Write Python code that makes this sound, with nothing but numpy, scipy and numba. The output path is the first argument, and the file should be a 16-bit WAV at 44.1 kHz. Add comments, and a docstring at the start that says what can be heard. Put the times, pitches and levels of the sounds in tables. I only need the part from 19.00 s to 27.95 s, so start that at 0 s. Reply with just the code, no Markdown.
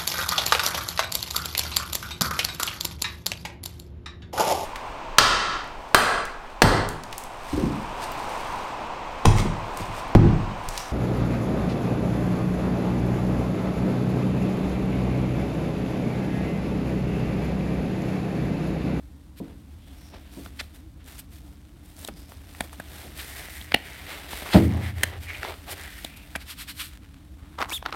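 """Thin rubber rubs, crinkles and snaps as a hand works into a glove, close up, over a table.
Tiny slips on the skin make the rubbing hiss; folds that let go make the ticks and snaps.
Light bumps and a heavy one set the plastic-covered table booming. The palms brush together, then
gloved fingers squeak and crackle on a pack of wet wipes. Ventilation hums low in the room."""
import sys
import numpy as np
from scipy import signal
from scipy.fft import rfft, irfft, next_fast_len
from scipy.io import wavfile
from scipy.ndimage import uniform_filter1d
from numba import njit

SR = 44100
rng = np.random.default_rng(int(sys.argv[2]) if len(sys.argv) > 2 else 0)


def master(y):
    """Save y as 16-bit WAV."""
    cut = np.clip(np.atleast_2d(y).T, -1, 1)
    pcm = np.round(cut * 32767)  # scale
    wavfile.write(sys.argv[1], SR, pcm.astype(np.int16))


N = 394694
TIME = np.arange(N) / SR


# Tone of rubber on skin: frequency_hz, level_db
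RUBBER_SPECTRUM = [(180, -44), (300, 2), (337, 3), (392, 5.5), (462, 1), (701, 4.5), (1080, -3), (2100, -5),
                   (2740, -7), (3580, -7), (6620, -22.5), (9090, -18.5), (10600, -22), (12900, -19),
                   (16000, -27)]
# Tugs on the glove: start_s, length_s, level_db, hollow_db, sheen_db (last two added to level_db)
GLOVE_TUGS = [(.41, 0.12, -60, 5, -8), (.86, 0.23, -61, -2, -1), (1.12, 0.052, -53, 1.5, -23),
              (1.21, 0.097, -59, -6, -12), (1.32, 0.16, -56.5, -3, 2), (1.565, 0.077, -55, -8, -1),
              (1.745, 0.014, -54, -8, 1.5), (2.0, 0.016, -54, -14, -21), (2.055, 0.15, -53.5, -6.5, 0),
              (2.31, 0.072, -58.5, -8, 2), (2.42, 0.11, -66.5, 5, 2.5), (2.83, 0.25, -65, -2, 4.5),
              (2.975, 0.085, -52, -3, 1.5), (3.17, .04, -63.5, 6, 9), (3.285, 0.038, -61, 5.5, 7.5),
              (3.48, 0.13, -57, -4, 0.5), (3.59, 0.064, -55.5, 2.5, 3.5), (3.725, .01, -49.5, -2, 0),
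              (3.89, 0.18, -51, -3, -0.5), (4.16, 0.18, -47.5, -6.5, 2.5), (4.35, .11, -45.5, -5.5, 1),
              (4.48, 0.17, -53.5, -19, 5.5), (4.84, 0.57, -47.5, -5, -4.5), (5.075, 0.075, -39.5, -6, -8),
              (5.18, 0.26, -48, -4.5, -11), (5.29, 0.11, -42.5, -11, -1), (5.41, 0.25, -43, 1, -2),
              (5.545, 0.014, -35.5, 20, -5), (5.68, 0.13, -52, 11, -5), (5.82, 0.072, -41.5, -3.5, -6.5),
              (5.96, .14, -47.5, -0.5, -3.5), (6.11, 0.049, -47, 4, -17), (6.215, 0.032, -44.5, -9, -1.5),
              (6.28, 0.18, -48, -3, -4), (6.42, 0.099, -40.5, 1, -9.5), (6.675, 0.055, -39, -2.5, -5.5),
              (6.76, 0.12, -46, -7.5, -5), (6.89, 0.19, -49.5, -19, -1), (7.12, 0.11, -74, -17, -5)]
def glove_rubbing():
    """Rubber slides over skin, and the air trapped inside rings along."""
    slips = friction(slips_per_s=900, spread_db=3, hiss_db=2, flutter_db=1.16)
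    rubber = colour(slips, RUBBER_SPECTRUM)
    pouch_hz, strength = air_pouches()
    rubber = rubber + 1.35 * strength * gliding_resonance(rubber, pouch_hz, width_hz=450)
    return from_db(-1) * rubbed(rubber, stroke_power(GLOVE_TUGS) + cling_power())


# Pouches of air in the glove: start_s, length_s, first_hz, last_hz, relative_strength
AIR_POUCHES = [(.76, 0.24, 3100, 3400, 1.2), (.94, .28, 5500, 5700, 2.7), (3.1, 0.23, 4900, 5200, 1.3),
               (4.1, 1.15, 1890, 2060, 1.4), (5.3, 1.03, 2120, 1850, 1.33), (6.2, 0.29, 2350, 2120, 1.5),
               (6.7, 0.37, 1790, 1880, 1.4), (7.0, 0.29, 2070, 2750, 1.9)]
def air_pouches():
    """Pitch and strength of trapped air: each pouch glides as it is squeezed and rings most halfway."""
    hz, strength = np.full(N, float(AIR_POUCHES[0][2])), np.zeros(N)
    for start_s, length_s, first_hz, last_hz, peak in AIR_POUCHES:
        is_open = (TIME >= start_s) & (TIME < start_s + length_s)
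        progress = (TIME[is_open] - start_s) / length_s
        hz[is_open] = first_hz + (last_hz - first_hz) * progress
        strength[is_open] = peak * np.sin(np.pi * progress)
    return hz, strength


# Light rubbing between tugs, louder where the glove is tight: time_s, level_db
CLING_LEVELS = [(0, -65.5), (.3, -68.5), (1.6, -59.5), (1.95, -69), (2.7, -65.5), (3.2, -59.5), (3.75, -56),
                (4.0, -50.5), (5.1, -54.5), (5.75, -59.5), (6.6, -52.5), (7.3, -55.5), (8.0, -68),
                (8.95, -59)]
def cling_power():
    """Power of the rub, hollow and sheen of rubber that only rests against the moving hand."""
    rub_db, = curves(CLING_LEVELS)
    hollow_db, sheen_db = rub_db - 5, rub_db - 2.5
    return (during(CLING_LEVELS) * from_db([rub_db, hollow_db, sheen_db])) ** 2


# Rubber and film flicking over (relative levels): start_s, level_db, pitch_hz, pop_db, crack_db, decay_s
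FOLD_SNAPS = [(1.461, -30.5, 1060, -16, -12, 0.0015), (1.61, -27, 1790, -5, 1, .0019),
              (3.048, -25.5, 3750, -8.5, 6.5, 0.00091), (3.076, -30, 3300, -13, 10.5, .0018),
              (3.086, -23, 686, -13, -2, 0.0043), (3.32, -33, 774, -27, -3, .0013),
              (3.549, -34, 1270, -21, -1, 0.0013), (3.607, -14.5, 1740, -3, 2.5, 0.0022),
              (3.73, -33, 826, -24, 3, 0.0038), (3.799, -23.5, 1540, -2.5, -1.5, 0.0051),
              (4.485, -31, 2020, -5, -22, 0.0023), (4.613, -29, 3300, -13, -19, 0.0013),
              (4.72, -15, 1740, -15, -9, 0.0013), (4.7426, -8, 3030, -6.5, -9, .0011),
              (4.745, -2, 2000, -5.5, -3.5, .0011), (4.762, -26, 2100, -0.5, -18, .0012),
              (5.332, -25, 800, -2.5, -18, 0.0018), (5.422, -32, 700, 3, -9, 0.0013),
              (5.461, -26.5, 730, -13, -20, 0.0013), (6.034, -5, 1712, -24, 3.5, 0.0022),
              (6.039, -15.5, 1860, -10, 4.5, 0.00069), (6.431, -18.5, 1570, -25, -33, 0.00054),
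              (6.449, -20.5, 810, -9, -23, .0011), (7.047, -20, 3600, -6, 3.5, 0.0019),
              (7.353, -16, 1500, -22, -12, 0.0052), (7.359, -19.5, 2300, -2.5, 3.5, 0.0037),
              (8.588, -20, 1060, -26, -21, 0.00096), (8.608, -20, 970, -10, -24, 0.002),
              (8.616, -13.5, 1250, -13, -16, 0.0025), (8.625, -12.5, 1280, -20, -12, 0.0023),
              (8.826, -25, 930, -15, -15, 0.0018), (8.854, -26, 1100, -23, -19, .0015),
              (8.861, -13, 1270, -19, -14, 0.0016), (8.926, -18, 1180, -15, -16, 0.002)]
def snaps():
    """A fold flicks over: the thin sheet rings, its edge cracks and the air under it pops."""
    out, t = np.zeros(N), TIME[:SR // 20]
    flick_s, rise_s, echo_s = 0.003, 0.0019, 0.00153
    push = np.exp(-np.abs(t - flick_s) / 0.00027)
    pop = resonate(push, 673, 240) + 0.63 * resonate(push, 242, 110)
    for start_s, level_db, pitch_hz, pop_db, crack_db, decay_s in FOLD_SNAPS:
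        # the fold starts to slide just before it lets go, and rustles briefly afterwards
        speed = np.exp(np.minimum((t - flick_s) / rise_s, (flick_s - t) / (0.87 * decay_s)))
        speed += 0.028 * np.exp(-t / 0.011) * (t > flick_s)
        flutter = rng.standard_normal(len(t)) * speed
        flutter[round(flick_s * SR)] += 4.9   # the flick itself
        sheet = cut(resonate(flutter, pitch_hz, 420), 6600, "low")
        sheet += 0.082 * cut(flutter, [300, 4200], "band")
        sheet += 0.079 * resonate(flutter, 1.594 * pitch_hz, 210)   # the sheet's second note
        if pitch_hz > 1700:   # the glove's hollow thins out tight, high snaps and adds bite
            sheet = sheet - 0.6 * resonate(sheet, 1150, 880) + 0.38 * resonate(sheet, 3230, 450)
        crack = cut(flutter, [5000, 12000], "band")
        snap = unit_power(sheet) + from_db(pop_db + 1.5) * unit_power(pop)
        snap += from_db(crack_db - 7.5) * unit_power(crack)
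        snap += 0.04 * np.interp(t - echo_s, t, snap, left=0)   # echo off the table top
        add(out, start_s - 0.002, from_db(level_db - 19.5) * snap)
    return out


# Runs of small crinkles: start_s, end_s, ticks_per_s, level_db (relative), pitch_hz
CRINKLE_RUNS = [(1.299, 1.5, 68, -42.5, 3480), (2.033, 2.21, 82, -41.5, 4470), (2.301, 2.7, 34, -50, 3470),
                (2.96, 3.04, 130, -37.5, 8500), (3.101, 3.6, 31, -43, 4430),
                (3.652, 4.25, 29.5, -39.5, 2920), (4.76, 5.165, 49, -39, 2200),
                (5.454, 5.514, 135, -25.5, 1500), (5.676, 5.82, 120, -36.5, 2100),
                (6.27, 6.39, 90, -34, 2450), (6.419, 6.55, 105, -31, 1110), (6.75, 6.84, 75, -35, 4600),
                (8.596, 8.655, 160, -27, 1400), (8.687, 8.707, 140, -21.5, 3930),
                (8.87, 8.95, 120, -33, 1400)]
def crinkles():
    """Folds peel apart one after another, at uneven steps, each with a tiny tick."""
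    out, t = np.zeros(N), TIME[:SR // 100]
    for start_s, end_s, ticks_per_s, level_db, pitch_hz in CRINKLE_RUNS:
        times = start_s + np.cumsum(rng.uniform(0.4, 1.6, 60)) / ticks_per_s
        sizes_db = rng.normal(0, 2.5, 60)
        bursts = rng.standard_normal((60, len(t))) * np.exp(-t / 0.0007)
        for time_s, size_db, burst in zip(times, sizes_db, bursts):
            if time_s < end_s:
                tick = cut(resonate(burst, pitch_hz, width_hz=pitch_hz), 3.4 * pitch_hz, "low")
                add(out, time_s, from_db(level_db + size_db - 18) * unit_power(tick))
    return out


# Notes the table rings with: pitch_hz, level_db, ring_s (time to fade by 60 dB)
TABLE_NOTES = [(78, -20, 2.1), (87.6, -17, 1.93), (116.6, -11, 1.37), (158.1, -13.5, 0.71),
               (192, -2, 0.085), (198.6, -13, 0.76), (222.6, -14, 0.81), (275, -6, 0.53), (325.6, -9, 0.48),
               (408.7, -7.5, 0.23), (470, -28, 0.11), (604, -2, 0.064), (700, -3, 0.13), (954, 8, 0.042)]
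# Bumps on the table (relative levels): start_s, level_db, contact_s, low_cut_hz, rattle_db
TABLE_BUMPS = [(.402, -24, 0.0023, 240, 4.5), (1.137, -44, 0.00087, 260, -5),
               (1.371, -29.5, 0.002, 230, 0.5), (3.088, -34.5, 0.0029, 162, 4),
               (4.045, -38.5, 0.0023, 223, 11.5), (5.545, -13, 0.0012, 88, 2.5),
               (5.554, -6.5, 0.0019, 70, 3.5), (5.565, -10.5, 0.0027, 51.7, 1)]
def table_bumps():
    """A soft push makes the table ring and rattle; longer contact sounds duller."""
    out, t = np.zeros(N), TIME[:SR * 3 // 2]
    ring = sum(from_db(level_db - 60 * t / ring_s) * np.sin(2 * np.pi * pitch_hz * t)
               for pitch_hz, level_db, ring_s in TABLE_NOTES)
    for start_s, level_db, contact_s, low_cut_hz, rattle_db in TABLE_BUMPS:
        rattle = unit_power(cut(rng.standard_normal(len(t)), [140, 650], "band", order=3))
        rattle *= from_db(-60 * t / 0.079) + from_db(-7.5 - 60 * t / 0.5)   # quick thud, longer tail
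        bump = cut(ring + from_db(rattle_db - 2) * rattle, 1 / (2 * contact_s), "low")
        add(out, start_s, from_db(level_db) * cut(bump, low_cut_hz, "high"))
    return out


# Tone of glove on glove: frequency_hz, level_db
BRUSH_SPECTRUM = [(400, -23), (800, -9.5), (1400, 1), (2300, 2.5), (3400, 2.5), (4300, 0.5), (6400, -10.5),
                  (8800, -1.5), (10500, -5), (13000, -0.5), (16000, -14.5)]
# Quick brushes: middle_s, width_s, level_db, sheen_db (added to level_db)
PALM_BRUSHES = [(0.385, 0.011, -51, -2), (1.602, 0.0068, -30, -19), (2.196, 0.0077, -49.5, 8.5),
                (4.201, 0.011, -38, -7), (5.539, 0.0073, -25.5, -28), (5.552, 0.03, -32.5, -9),
                (6.718, 0.015, -45.5, 8.5), (7.172, .0059, -51, 3), (7.418, 0.016, -46, -6.5),
                (7.504, .025, -40, -3.5), (7.608, .025, -40, -2.5), (7.699, 0.018, -39, -3),
                (7.809, 0.013, -35, -10.5), (7.823, 0.047, -43, 1), (8.747, 0.026, -51, 13)]
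def palm_brushes():
    """Glove brushes glove, swelling and fading with the speed of the hand."""
    slips = friction(slips_per_s=2500, spread_db=-3.5, hiss_db=2.5, flutter_db=-0.5)
    grain = colour(slips, BRUSH_SPECTRUM)
    rub = unit_power(cut(grain, 5700, "low", order=4))
    sheen = unit_power(cut(grain, 5700, "high", order=4))
    rub_gain, sheen_gain = np.zeros(N), np.zeros(N)
    for middle_s, width_s, level_db, sheen_db in PALM_BRUSHES:
        speed = np.exp(-np.linspace(-3, 3, int(6 * width_s * SR)) ** 2 / 2)
        swell = from_db(level_db) * speed ** 1.4
        add(rub_gain, middle_s - 3 * width_s, swell)
        add(sheen_gain, middle_s - 3 * width_s, swell * from_db(sheen_db))
    return rub * rub_gain + sheen * sheen_gain


# Tone of the pack's plastic film: frequency_hz, level_db
FILM_SPECTRUM = [(180, -43), (300, -11), (511, -16), (634, -18), (737, -9.5), (1360, -5), (2140, -7.5),
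                 (3830, -12), (5700, -24.5), (13800, -29), (16000, -34)]
# Late strokes, the first (7.9 s) a glove brushing glove, the rest fingers on the pack: start_s, length_s,
# level_db, hollow_db, sheen_db (last two added to level_db)
FINGER_STROKES = [(7.9, 0.053, -55.5, -14, -4), (8.0, 0.23, -65.5, -8, -7.5), (8.38, 0.22, -66, 0.5, -22),
                  (8.595, 0.029, -41, 12, -5.5), (8.69, 0.041, -51.5, 8, 3), (8.86, 0.023, -46.5, 7.5, -16),
                  (8.93, 0.017, -47.5, 11.5, -12)]
def pack_rubbing():
    """Gloved fingers press along the pack of wipes, which crackles with uneven slips."""
    slips = friction(slips_per_s=360, spread_db=7, hiss_db=1.5, flutter_db=3.5)
    film = colour(slips, FILM_SPECTRUM)
    return from_db(1.2) * rubbed(film, stroke_power(FINGER_STROKES))


# A squeak's first four harmonics (multiples of its pitch), before each squeak's own boost: level_db
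SQUEAK_HARMONICS = [10, -5, -4.5, -11]
# One list for the cuff's squeak, one for the pack's: time_s, pitch_hz, level_db
SQUEAK_PATHS = [
    [(6.265, 2130, -49), (6.305, 2360, -35), (6.33, 1930, -48), (6.355, 2400, -40), (6.39, 1800, -70)],
    [(8.713, 2230, -35), (8.726, 2560, -32.5), (8.735, 3600, -30.5), (8.76, 3630, -32), (8.775, 3300, -35),
     (8.783, 1700, -46)],
]
def squeaks():
    """Rubber sticks and slips so fast that it sings: rough on the cuff, clearer on the smooth pack."""
    out = np.zeros(N)
    cuff, pack = (0.16, -12, 4), (0.03, 0.5, 1.2)
    for path, (jitter, boost_db, rough_db) in zip(SQUEAK_PATHS, (cuff, pack)):
        pitch_hz, level_db = curves(path)
        wobble = 1 + jitter * drift(1120) + 0.03 * drift(122)
        phase = 2 * np.pi * np.cumsum(pitch_hz * wobble) / SR
        tone = sum(from_db(db + boost_db * (k > 1)) * np.sin(k * phase)
                   for k, db in enumerate(SQUEAK_HARMONICS, start=1))
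        out += during(path) * from_db(level_db + rough_db * drift(400)) * unit_power(tone)
    return out


# Tone of the background noise: frequency_hz, level_db
VENTILATION_SPECTRUM = [(15, -46), (28, -14), (50, 1), (76, -1.5), (89, -7.5), (102, -8), (200, -10.5),
                        (242, -15), (285, -15), (384, -26), (1160, -33.5), (2550, -47), (3080, -46),
                        (3720, -43), (8830, -45.5), (16000, -53)]
def ventilation():
    """Ventilation hums unsteadily over a faint rumble and hiss."""
    hum = from_db(-48.5) * wavering_tone(73.1, wander_hz=6.56, waver_db=4)
    drone = from_db(-58) * wavering_tone(293, wander_hz=18, waver_db=3.5)
    return hum + drone + from_db(-48) * colour(rng.standard_normal(N), VENTILATION_SPECTRUM)


def wall_echoes(x, ring_s, level_db):
    """The walls send back faint, dull echoes."""
    t = TIME[:SR // 2]
    tail = cut(rng.standard_normal(len(t)), 4900, "low") * from_db(-60 * t / ring_s) * (t > 0.008)
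    return from_db(level_db) * signal.fftconvolve(x, tail / np.linalg.norm(tail))[:N]


def friction(slips_per_s, spread_db, hiss_db, flutter_db):
    """Countless tiny slips make a hiss; larger ones come in clumps and crackle."""
    slipping = rng.random(N) < slips_per_s * from_db(4 * drift(25)) / SR
    sizes = from_db(spread_db * np.minimum(rng.exponential(1, N), 4)) * rng.choice([-1, 1], N)
    hiss = from_db(hiss_db) * rng.standard_normal(N)
    return unit_power((unit_power(slipping * sizes) + hiss) * from_db(flutter_db * drift(79)))


def stroke_power(strokes):
    """Power of the rub, hollow and sheen: each stroke sets in, swells and dies away."""
    attack_s, release_s, swell_db = 0.037, 0.021, 1.5
    power, t = np.zeros((3, N)), TIME[:SR]
    since = t - attack_s / 2
    attack = np.minimum(t / attack_s, 1)
    for start_s, length_s, level_db, hollow_db, sheen_db in strokes:
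        swell = from_db(swell_db * (np.sin(np.pi * np.clip(since / length_s, 0, 1)) - 0.5))
        release = np.exp(-np.maximum(since - length_s, 0) / release_s)
        for band, band_db in zip(power, (0, hollow_db, sheen_db)):
            gain = from_db(level_db + band_db) * attack * swell * release
            add(band, start_s - attack_s / 2, gain ** 2)
    return power


def rubbed(grain, powers):
    """Mix three bands: the rub (middle), slack rubber's hollow (low) and tight rubber's sheen (high)."""
    body, sheen = split(grain, 5380)
    hollow, rub = split(body, 1290)
    return sum(np.sqrt(power) * unit_power(band) for power, band in zip(powers, (rub, hollow, sheen)))


def wavering_tone(hz, wander_hz, waver_db):
    """A tone unsteady in pitch and strength."""
    phase = 2 * np.pi * np.cumsum(hz + wander_hz * drift(13.54)) / SR
    return unit_power(np.sin(phase) * from_db(waver_db * drift(20)))


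def from_db(db):
    """Turn decibels into a multiplier."""
    return 10 ** (np.asarray(db) / 20)


def unit_power(x):
    """Scale a sound to an average power of one."""
    return x / np.sqrt(np.mean(x ** 2) + 1e-20)


def curves(rows):
    """Join timed points with straight lines, one curve per value column."""
    times, *columns = np.transpose(rows)
    return [np.interp(TIME, times, column) for column in columns]


def during(rows):
    """One from the first row's time to the last, zero outside, with soft edges."""
    return uniform_filter1d(1.0 * ((TIME >= rows[0][0]) & (TIME <= rows[-1][0])), size=128)


def cut(x, hz, kind, order=2):
    """Keep only the lows, the highs or a band."""
    sections = signal.butter(order, np.clip(hz, 10, 0.45 * SR), kind, fs=SR, output="sos")
    return signal.sosfilt(sections, x + 1e-18)


def split(x, hz):
    """The parts of a sound below and above a frequency."""
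    below = cut(cut(x, hz, "low", order=3)[::-1], hz, "low", order=3)[::-1]
    return below, x - below


def resonate(x, hz, width_hz):
    """Ring at one pitch; a narrower width rings longer."""
    r = np.exp(-np.pi * width_hz / SR)
    feedback = [1, -2 * r * np.cos(2 * np.pi * hz / SR), r * r]
    return signal.lfilter(np.array([1, 0, -1]) * (1 - r * r) / 2, feedback, x + 1e-18)


@njit
def gliding_resonance(x, hz, width_hz):
    """Ring at a pitch that moves."""
    r = np.exp(-np.pi * width_hz / SR)
    y = np.zeros(len(x))
    for i in range(2, len(x)):
        feedback = 2 * r * np.cos(2 * np.pi * hz[i] / SR) * y[i - 1] - r * r * y[i - 2]
        y[i] = (1 - r * r) / 2 * (x[i] - x[i - 2]) + feedback
    return y


def colour(x, spectrum):
    """Shape the lows and highs of a noise, at a power of one."""
    hz, db = np.transpose(spectrum)
    size = next_fast_len(N)
    bins_hz = np.maximum(np.arange(size // 2 + 1) * SR / size, 1)
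    gains = from_db(np.interp(np.log(bins_hz), np.log(hz), db))
    return unit_power(irfft(rfft(x, size) * gains, size)[:N])


def drift(rate_hz):
    """A smooth random wobble, about one in size."""
    return unit_power(cut(rng.standard_normal(N), rate_hz, "low"))


def add(out, start_s, sound):
    """Mix a sound in at a given time."""
    i = max(round(start_s * SR), 0)
    out[i:i + len(sound)] += sound[:max(N - i, 0)]


def scene():
    """The hands and the table, close by, in a quiet room."""
    near = glove_rubbing() + pack_rubbing() + crinkles() + palm_brushes()
    near += snaps() + table_bumps() + squeaks()
    return (near + wall_echoes(near, ring_s=0.26, level_db=-24.5) + ventilation())[None]


def record(dry):
    """The microphone drops the deepest bass, clips peaks at full scale and cuts the highest treble."""
    heard = np.clip(cut(dry, 36, "high", order=4), -1, 1)
    return signal.sosfilt(signal.ellip(10, 0.1, 80, 16000, fs=SR, output="sos"), heard)


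dry = scene()
out = record(dry)
master(out)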